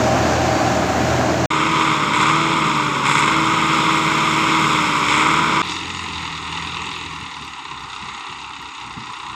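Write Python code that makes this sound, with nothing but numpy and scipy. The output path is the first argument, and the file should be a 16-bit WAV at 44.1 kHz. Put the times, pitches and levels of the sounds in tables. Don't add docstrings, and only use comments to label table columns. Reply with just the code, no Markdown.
import sys
import numpy as np
from scipy import signal
from scipy.fft import rfft, irfft, next_fast_len
from scipy.io import wavfile
from scipy.ndimage import uniform_filter1d

SR = 44100
rng = np.random.default_rng(int(sys.argv[2]) if len(sys.argv) > 2 else 0)


def put_to_file(sound):
    columns = np.atleast_2d(sound).T
    safe = np.clip(columns, -1, 1)
    whole_steps = np.round(safe * 32767)
    wavfile.write(sys.argv[1], SR, whole_steps.astype(np.int16))


def amplitude_ratio(level_db):
    exponent = np.asarray(level_db, float) / 20
    return 10 ** exponent


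N = 412323

# t/s, blades passing f/Hz
BLADE_CURVE = [(1.5, 313.7), (1.7, 323.2), (1.86, 320), (2.13, 297.9), (2.3, 319.7), (2.41, 327),
               (2.56, 325.3), (2.85, 298.7), (3.03, 283), (3.31, 319.8), (3.45, 321), (3.75, 319.4),
               (4.62, 320.4), (5.0, 293.1), (5.1, 296.5), (5.3, 319.6), (5.45, 326.3), (5.62, 323.3)]
# t/s, firing f/Hz, level/dB
TRACTOR_CURVE = [(5.62, 43.75, -30), (5.9, 43.86, -32), (6.05, 43.23, -31.5), (6.37, 39.86, -32.5),
                 (6.6, 40.93, -31.5), (6.9, 41.52, -32.5), (7.25, 39.07, -34.5), (7.5, 35.14, -36.5),
                 (7.78, 31.84, -35), (8.05, 32.3, -33), (8.3, 34.03, -33.5), (8.55, 33.08, -36),
                 (8.8, 31.86, -35.5), (9.0, 30.63, -34.5), (9.35, 30.7, -33.5)]
# f/Hz, level/dB per Hz
BESIDE_TONE = [(18, -62), (30, -27), (48, -27), (69, -19), (117, -7.5), (213, -6.5), (324, -2.5),
               (467, -13.5), (639, -6.5), (970, -10.5), (2420, -15.5), (3680, -22), (6890, -19),
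               (9430, -40.5), (15500, -41)]
ACROSS_TONE = [(18, -73), (30, -28), (59, -32), (152, -6), (256, -7.5), (315, -8), (639, -15.5),
               (691, -19.5), (945, -6), (1200, -3.5), (1820, -10.5), (2180, -15.5), (4540, -16),
               (7460, -30.5), (15500, -64)]
FAR_TONE = [(18, -63), (30, -22), (81, -6), (120, -8), (168, -6), (350, -14.5), (606, -19), (970, -8.5),
            (1680, -11), (1970, -7), (3320, -2), (3680, -7), (4310, -22), (8500, -31), (15500, -79)]
# f/Hz, width/Hz, level/dB
BESIDE_SHAPE = [(101, 16, 3), (300, 90, 2), (480, 50, 3), (640, 69, 4), (776, 27, 7), (1040, 30, 1),
                (9400, 500, -4)]
ACROSS_SHAPE = [(683, 53, -10), (975, 29, 3), (1757, 161, -10.5), (2210, 150, 4.5), (2926, 106, -5),
                (4486, 460, -13), (5360, 300, 0), (5965, 250, -11), (9520, 470, -11.5), (11500, 600, -3.5),
                (12900, 300, 4), (14000, 500, 0), (15100, 400, 7)]
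FAR_SHAPE = [(613, 93, -17), (975, 63, 2.5), (1597, 122, -13), (2380, 220, -6), (3200, 230, -14),
             (4550, 280, 4), (6050, 580, 0.5), (6760, 130, 10), (7270, 220, -3), (7600, 120, 6),
             (8480, 81, 6), (9380, 510, -7), (10600, 600, 5.5), (12050, 520, -6), (14000, 1200, 6),
             (15200, 400, 16)]
# multiple of the crank (far: firing) rate, level/dB (far: over the lowest band)
BESIDE_ORDERS = [(2, -31.5), (3, -27), (4.43, -34), (6, -36), (8.1, -38.5), (12, -50), (15.5, -31)]
ACROSS_ORDERS = [(2, -45), (3, -43), (3.5, -42), (4, -31), (4.5, -41), (5, -42), (5.5, -39), (6, -38),
                 (7, -42), (7.5, -43), (11, -41), (14, -44), (25, -36), (26, -34), (28, -39), (29, -34),
                 (30, -39), (31, -37), (32, -29), (33, -37), (34, -35.5), (36, -36)]
FAR_ORDERS = [(2, -5.5), (3, -12), (4, -5.5), (5, -13), (7, -12)]
# t/s, peak level/dB above 12 kHz
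CHAFF = [(2.772, -39), (5.6567, -52), (6.2114, -58), (6.3856, -58), (6.9762, -52), (7.4482, -50),
         (7.5112, -57), (7.8088, -54), (8.619, -52), (8.9804, -59), (9.3083, -65)]
# t/s, peak level/dB at 60-300 Hz
PUFFS = [(7.201, -30), (7.399, -35), (7.707, -37), (7.82, -40), (8.013, -35), (8.11, -37), (8.287, -33),
         (8.582, -38), (8.86, -37), (8.96, -23), (9.01, -36), (9.071, -37)]
CUTS_S = (1.459, 1.503, 5.619)
# level/dB over the overall level, in bands split at 650, 1750 and 4500 Hz
BESIDE_BANDS_DB = (-2.5, -3, -12, -16)
BESIDE_RECEDE_SHARE = (1, 0.85, 0.073, 0.36)
# level/dB in bands split at 650, 1750, 4500 and 9300 Hz
ACROSS_BANDS_DB = (-28.5, -20, -24, -35, -55.5)
# fall in dB per Hz of sag, rise in dB per dB of surge, gain/dB while chaff pours out
SAG_DB_PER_HZ = (0.024, 0.069, 0.07, 0.066, 0.04)
SURGE_SHARE = (0.11, 0.41, 0.49, 0.5, 0.16)
RUSH_DB = (-0.5, .5, 1.5, 2, 3.5)
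# t/s, boost level/dB, attack/s, hold/s
SURGES = [
    (2.127, 6, 0.0076, 0.14),
    (3.04, 9.5, 0.023, 0.14),
    (5.01, 7, 0.11, 0.095),
]
# level/dB over its curve at 600-1650, 1650-4500 and above 4500 Hz
FAR_BANDS_DB = (0.5, 1.5, -9.5)
# gain in dB per Hz of firing, as faster firing is brighter
BRIGHT_DB_PER_HZ = (0, 0.34, 0.28)
# t/s, depth level/dB, half length/s
LULLS = [(7.331, 9, .04), (7.614, 11, 0.065), (7.952, 8, 0.053), (8.25, 17, 0.071), (8.52, 5, 0.078),
         (8.74, 13, 0.038), (9.151, 13, 0.081)]


def on_time(table, t):
    s, *columns = np.transpose(table)
    return [np.interp(t, s, column) for column in columns]


def walk(n, rate):
    hold = int(SR / rate)
    steps = np.repeat(rng.standard_normal(n // hold + 3), hold)
    smooth = uniform_filter1d(uniform_filter1d(steps, hold), hold)
    return 1.302 * smooth[hold:n + hold]


def unit(x):
    return x / np.sqrt(np.mean(x ** 2))


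def ring(x, hz, q):
    return signal.lfilter(*signal.iirpeak(hz, q, fs=SR), x)


def bell(t, centre, half):
    return np.exp(-0.5 * ((t - centre) / half) ** 2)


def colour(hz, tone, shape):
    f, db = np.transpose(tone)
    bumps_db = sum(d * bell(hz, c, w) for c, w, d in shape)
    return amplitude_ratio(np.interp(np.log(hz + 1), np.log(f), db) + bumps_db)


def knock(firing_hz, cylinders_db, scatter_db, decay, repeat, dull_hz, valve_db, valve_decay,
          valve_hz, block_hz):
    turns = np.cumsum(firing_hz) / SR
    parts = []
    for lag, fade in ((0, valve_decay), (1 / 3, decay)):
        stroke, phase = np.divmod(turns + 1 - lag, 1)
        stroke = stroke.astype(int)
        size_db = scatter_db * rng.standard_normal(2000) + np.resize(cylinders_db, 2000)
        place = phase / firing_hz * SR + 2000 * (stroke % 4)
        habit = np.interp(place, np.arange(8000), rng.standard_normal(8000))
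        fresh = rng.standard_normal(len(turns))
        noise = np.sqrt(repeat) * unit(habit) + np.sqrt(1 - repeat) * fresh
        envelope = np.exp(-phase / fade) - np.exp(-phase / (0.029 * fade))
        parts.append(amplitude_ratio(size_db[stroke]) * envelope * noise)
    bright = signal.lfilter([1, -1], 1, parts[0])
    snap = unit(bright) + 0.61 * unit(ring(bright, valve_hz, 6))
    thud = signal.lfilter(*signal.butter(1, dull_hz, fs=SR), parts[1])
    block = ring(thud, block_hz, 5)
    return unit(amplitude_ratio(valve_db) * unit(snap) + unit(thud) + 0.11 * unit(block))


def machine(bursts, share, bands_db, edges_hz, tone, shape, full_knock_hz, swell_db, flicker_db):
    n = len(bursts)
    size = next_fast_len(n)
    hz = np.arange(size // 2 + 1) * SR / size
    gain = colour(hz, tone, shape)
    roar = rfft(rng.standard_normal(n), size) * gain
    clatter = rfft(bursts, size) * gain
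    swell, out = walk(n, 6.88), 0
    for lo, hi, db in zip(edges_hz, edges_hz[1:], bands_db):
        band = 0
        slices = np.geomspace(lo, hi, 4)
        for a, b in zip(slices, slices[1:]):
            inside = (hz >= a) & (hz < b)
            mix = np.clip(share * min(b / full_knock_hz, 1), 0, 0.98)
            part = np.sqrt(1 - mix) * irfft(roar * inside, size)[:n]
            part = part + np.sqrt(mix) * irfft(clatter * inside, size)[:n]
            band = band + part * amplitude_ratio(swell_db * swell + flicker_db * walk(n, 14))
        out = out + unit(band) * amplitude_ratio(db)
    return out


def tones(hz, orders, waver_db, drift):
    n, out = len(hz), 0
    for multiple, db in orders:
        level = np.sqrt(2) * amplitude_ratio(db + waver_db * walk(n, 9.31))
        turns = np.cumsum(hz * (1 + drift * walk(n, 12.02))) / SR
        out = out + level * np.sin(2 * np.pi * (multiple * turns + rng.random()))
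    return out


def beside(t):
    level_db, recede_db_per_s = -17.5, -1
    crank_hz = 40.98 * (1 + 0.002 * walk(len(t), 6.5))
    bands_db = [level_db + db + share * recede_db_per_s * t
                for db, share in zip(BESIDE_BANDS_DB, BESIDE_RECEDE_SHARE)]
    bursts = knock(2 * crank_hz, [2.5, -3, -1.0, 0.5], scatter_db=2.7, decay=0.24, repeat=0.53,
                   dull_hz=9600, valve_db=-0.5, valve_decay=0.2, valve_hz=7800, block_hz=2100)
    body = machine(bursts, 0.059, bands_db, (20, 650, 1750, 4500, 16000), BESIDE_TONE, BESIDE_SHAPE,
                   full_knock_hz=2800, swell_db=0.45, flicker_db=0.6)
    squeal = tones(4600 + 0 * t, [(1, -44)], 3, 0.0038) * bell(t, 0.48, 0.22)
    return body + tones(crank_hz, BESIDE_ORDERS, 2.6, 0.00624) + squeal


def surge(t):
    boost_db, release_s = 0, 0.07
    for s, db, rise, hold in SURGES:
        release = np.exp(-np.clip(t - s - rise - hold, 0, None) / release_s)
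        boost_db = boost_db + db * np.clip((t - s) / rise, 0, 1) * release
    return boost_db


def across(t):
    blade_hz = uniform_filter1d(on_time(BLADE_CURVE, t)[0], size=3000)
    sag_hz = np.minimum(blade_hz - 320, 0)
    boost_db = surge(t)
    crank_hz = blade_hz / 8.393
    bursts = knock(2 * crank_hz, [-2.5, -2.0, -3.0, -1.5], scatter_db=1.6, decay=1.0, repeat=0.98,
                   dull_hz=10000, valve_db=2.8, valve_decay=0.64, valve_hz=7780, block_hz=2200)
    knock_share = 0.37 + 0.059 * boost_db
    start_s, end_s, ramp_s = 3.22, 5.01, 0.65
    rush = np.clip(np.minimum(t - start_s, end_s + ramp_s - t) / ramp_s, 0, 1)
    bands_db = [db + a * sag_hz + b * boost_db + c * rush
                for db, a, b, c in zip(ACROSS_BANDS_DB, SAG_DB_PER_HZ, SURGE_SHARE, RUSH_DB)]
    body = machine(bursts, knock_share, bands_db, (20, 650, 1750, 4500, 9300, 16000), ACROSS_TONE,
                   ACROSS_SHAPE, full_knock_hz=880, swell_db=0.4, flicker_db=0.55)
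    block = amplitude_ratio(5.5) * unit(ring(bursts, 2320, 8))
    injectors = unit(ring(bursts, 7560, 5))
    hiss = (block + injectors) * amplitude_ratio(-58 + 1.7 * boost_db)
    whistle_db = -28 + 0.15 * (blade_hz - 320)
    whistle = tones(blade_hz, [(1, whistle_db), (2, -41)], 1.6, 0.0016)
    gear = tones(56 * crank_hz, [(1, -36 - 0.5 * np.abs(blade_hz - 319))], 1.5, 0.0005)
    exhaust = amplitude_ratio(0.12 * sag_hz + 0.16 * boost_db) * tones(crank_hz, ACROSS_ORDERS, 1.4, 0.0005)
    return body + exhaust + whistle + gear + hiss


def chaff():
    out, t = np.zeros(N), np.arange(500) / SR
    for s, db in CHAFF:
        i = int(s * SR)
        out[i:i + len(t)] += amplitude_ratio(db + 8) * np.exp(-t / 0.002) * rng.standard_normal(len(t))
    return signal.sosfilt(signal.butter(2, [9000, 15000], "band", fs=SR, output="sos"), out)


def far(t):
    firing_hz, level_db = on_time(TRACTOR_CURVE, t)
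    faster_hz = firing_hz - 41
    mid_db, *rest_db = [level_db + db + k * faster_hz for db, k in zip(FAR_BANDS_DB, BRIGHT_DB_PER_HZ)]
    rest_db[-1] = rest_db[-1] + 5 * bell(t, 5.73, 0.03)
    lull_db = sum(db * bell(t, s, half) for s, db, half in LULLS)
    boom_db = level_db - 3.5 + 0.22 * faster_hz + walk(len(t), 6.7) - lull_db
    low_mid_db = mid_db - 10.0 + 0.4 * faster_hz - 0.11 * lull_db
    bursts = knock(firing_hz, [-1.5, -1.0, -5.0, -1.5], scatter_db=1.0, decay=0.46, repeat=0.42,
                   dull_hz=5700, valve_db=0, valve_decay=0.19, valve_hz=9200, block_hz=3850)
    bands_db = [boom_db - 7.0, low_mid_db, mid_db] + rest_db + [rest_db[-1] - 30]
    body = machine(bursts, 0.6, bands_db, (20, 260, 600, 1650, 4500, 11500, 16000), FAR_TONE, FAR_SHAPE,
                   full_knock_hz=4900, swell_db=0.32, flicker_db=1.0)
    tone_db = boom_db - 2.5 + 0.34 * (firing_hz - 40)
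    return body + amplitude_ratio(tone_db) * tones(firing_hz, FAR_ORDERS, 1.3, 0.0078)


def puffs():
    gust, t = np.zeros(N), np.arange(8000) / SR
    for s, db in PUFFS:
        i = int(s * SR)
        push = amplitude_ratio(db + 24) * t / 0.014 * np.exp(-t / 0.013)
        gust[i:i + len(t)] += push[:N - i]
    band = signal.butter(4, [65, 270], "band", fs=SR, output="sos")
    return signal.sosfilt(band, gust * rng.standard_normal(N))


def scene():
    t, out = np.arange(N) / SR, chaff() + puffs()
    first_end, second, third = CUTS_S
    spots = ((beside, 0, first_end, 1e-4), (across, second, third, 0.003), (far, third, 10, 0.018))
    for source, start, end, fade_s in spots:
        now = (t >= start) & (t < end)
        fade = np.minimum((t[now] - start) / fade_s, (end - t[now]) / 0.00038)
        out[now] += source(t[now]) * np.clip(fade, 0, 1)
    return out[None]


def suppress(x, bass_hz, bass_knee_db, treble_hz, treble_knee_db, slope, most_db):
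    hz, _, z = signal.stft(x, SR, nperseg=1024)
    power = uniform_filter1d(uniform_filter1d(np.abs(z) ** 2, size=5, axis=1), size=3, axis=0)
    treble_side_db = np.where(hz > treble_hz, treble_knee_db, -200)
    knee_db = np.where(hz < bass_hz, bass_knee_db, treble_side_db)[:, None]
    cut_db = np.clip(slope * (10 * np.log10(power + 1e-16) - knee_db), most_db, 0)
    return signal.istft(z * amplitude_ratio(cut_db), SR, nperseg=1024)[1][..., :len(x)]


def low_pass(x):
    return signal.sosfilt(signal.butter(12, 15670, fs=SR, output="sos"), x)


def record(dry):
    clean = suppress(dry[0], bass_hz=780, bass_knee_db=-63.5, treble_hz=9000, treble_knee_db=-94,
                     slope=1.6, most_db=-24)[None]
    mix = signal.sosfilt(signal.ellip(10, 0.2, 60, 15520, fs=SR, output="sos"), clean)
    return low_pass(mix)


dry = scene()
out = record(dry)
put_to_file(out)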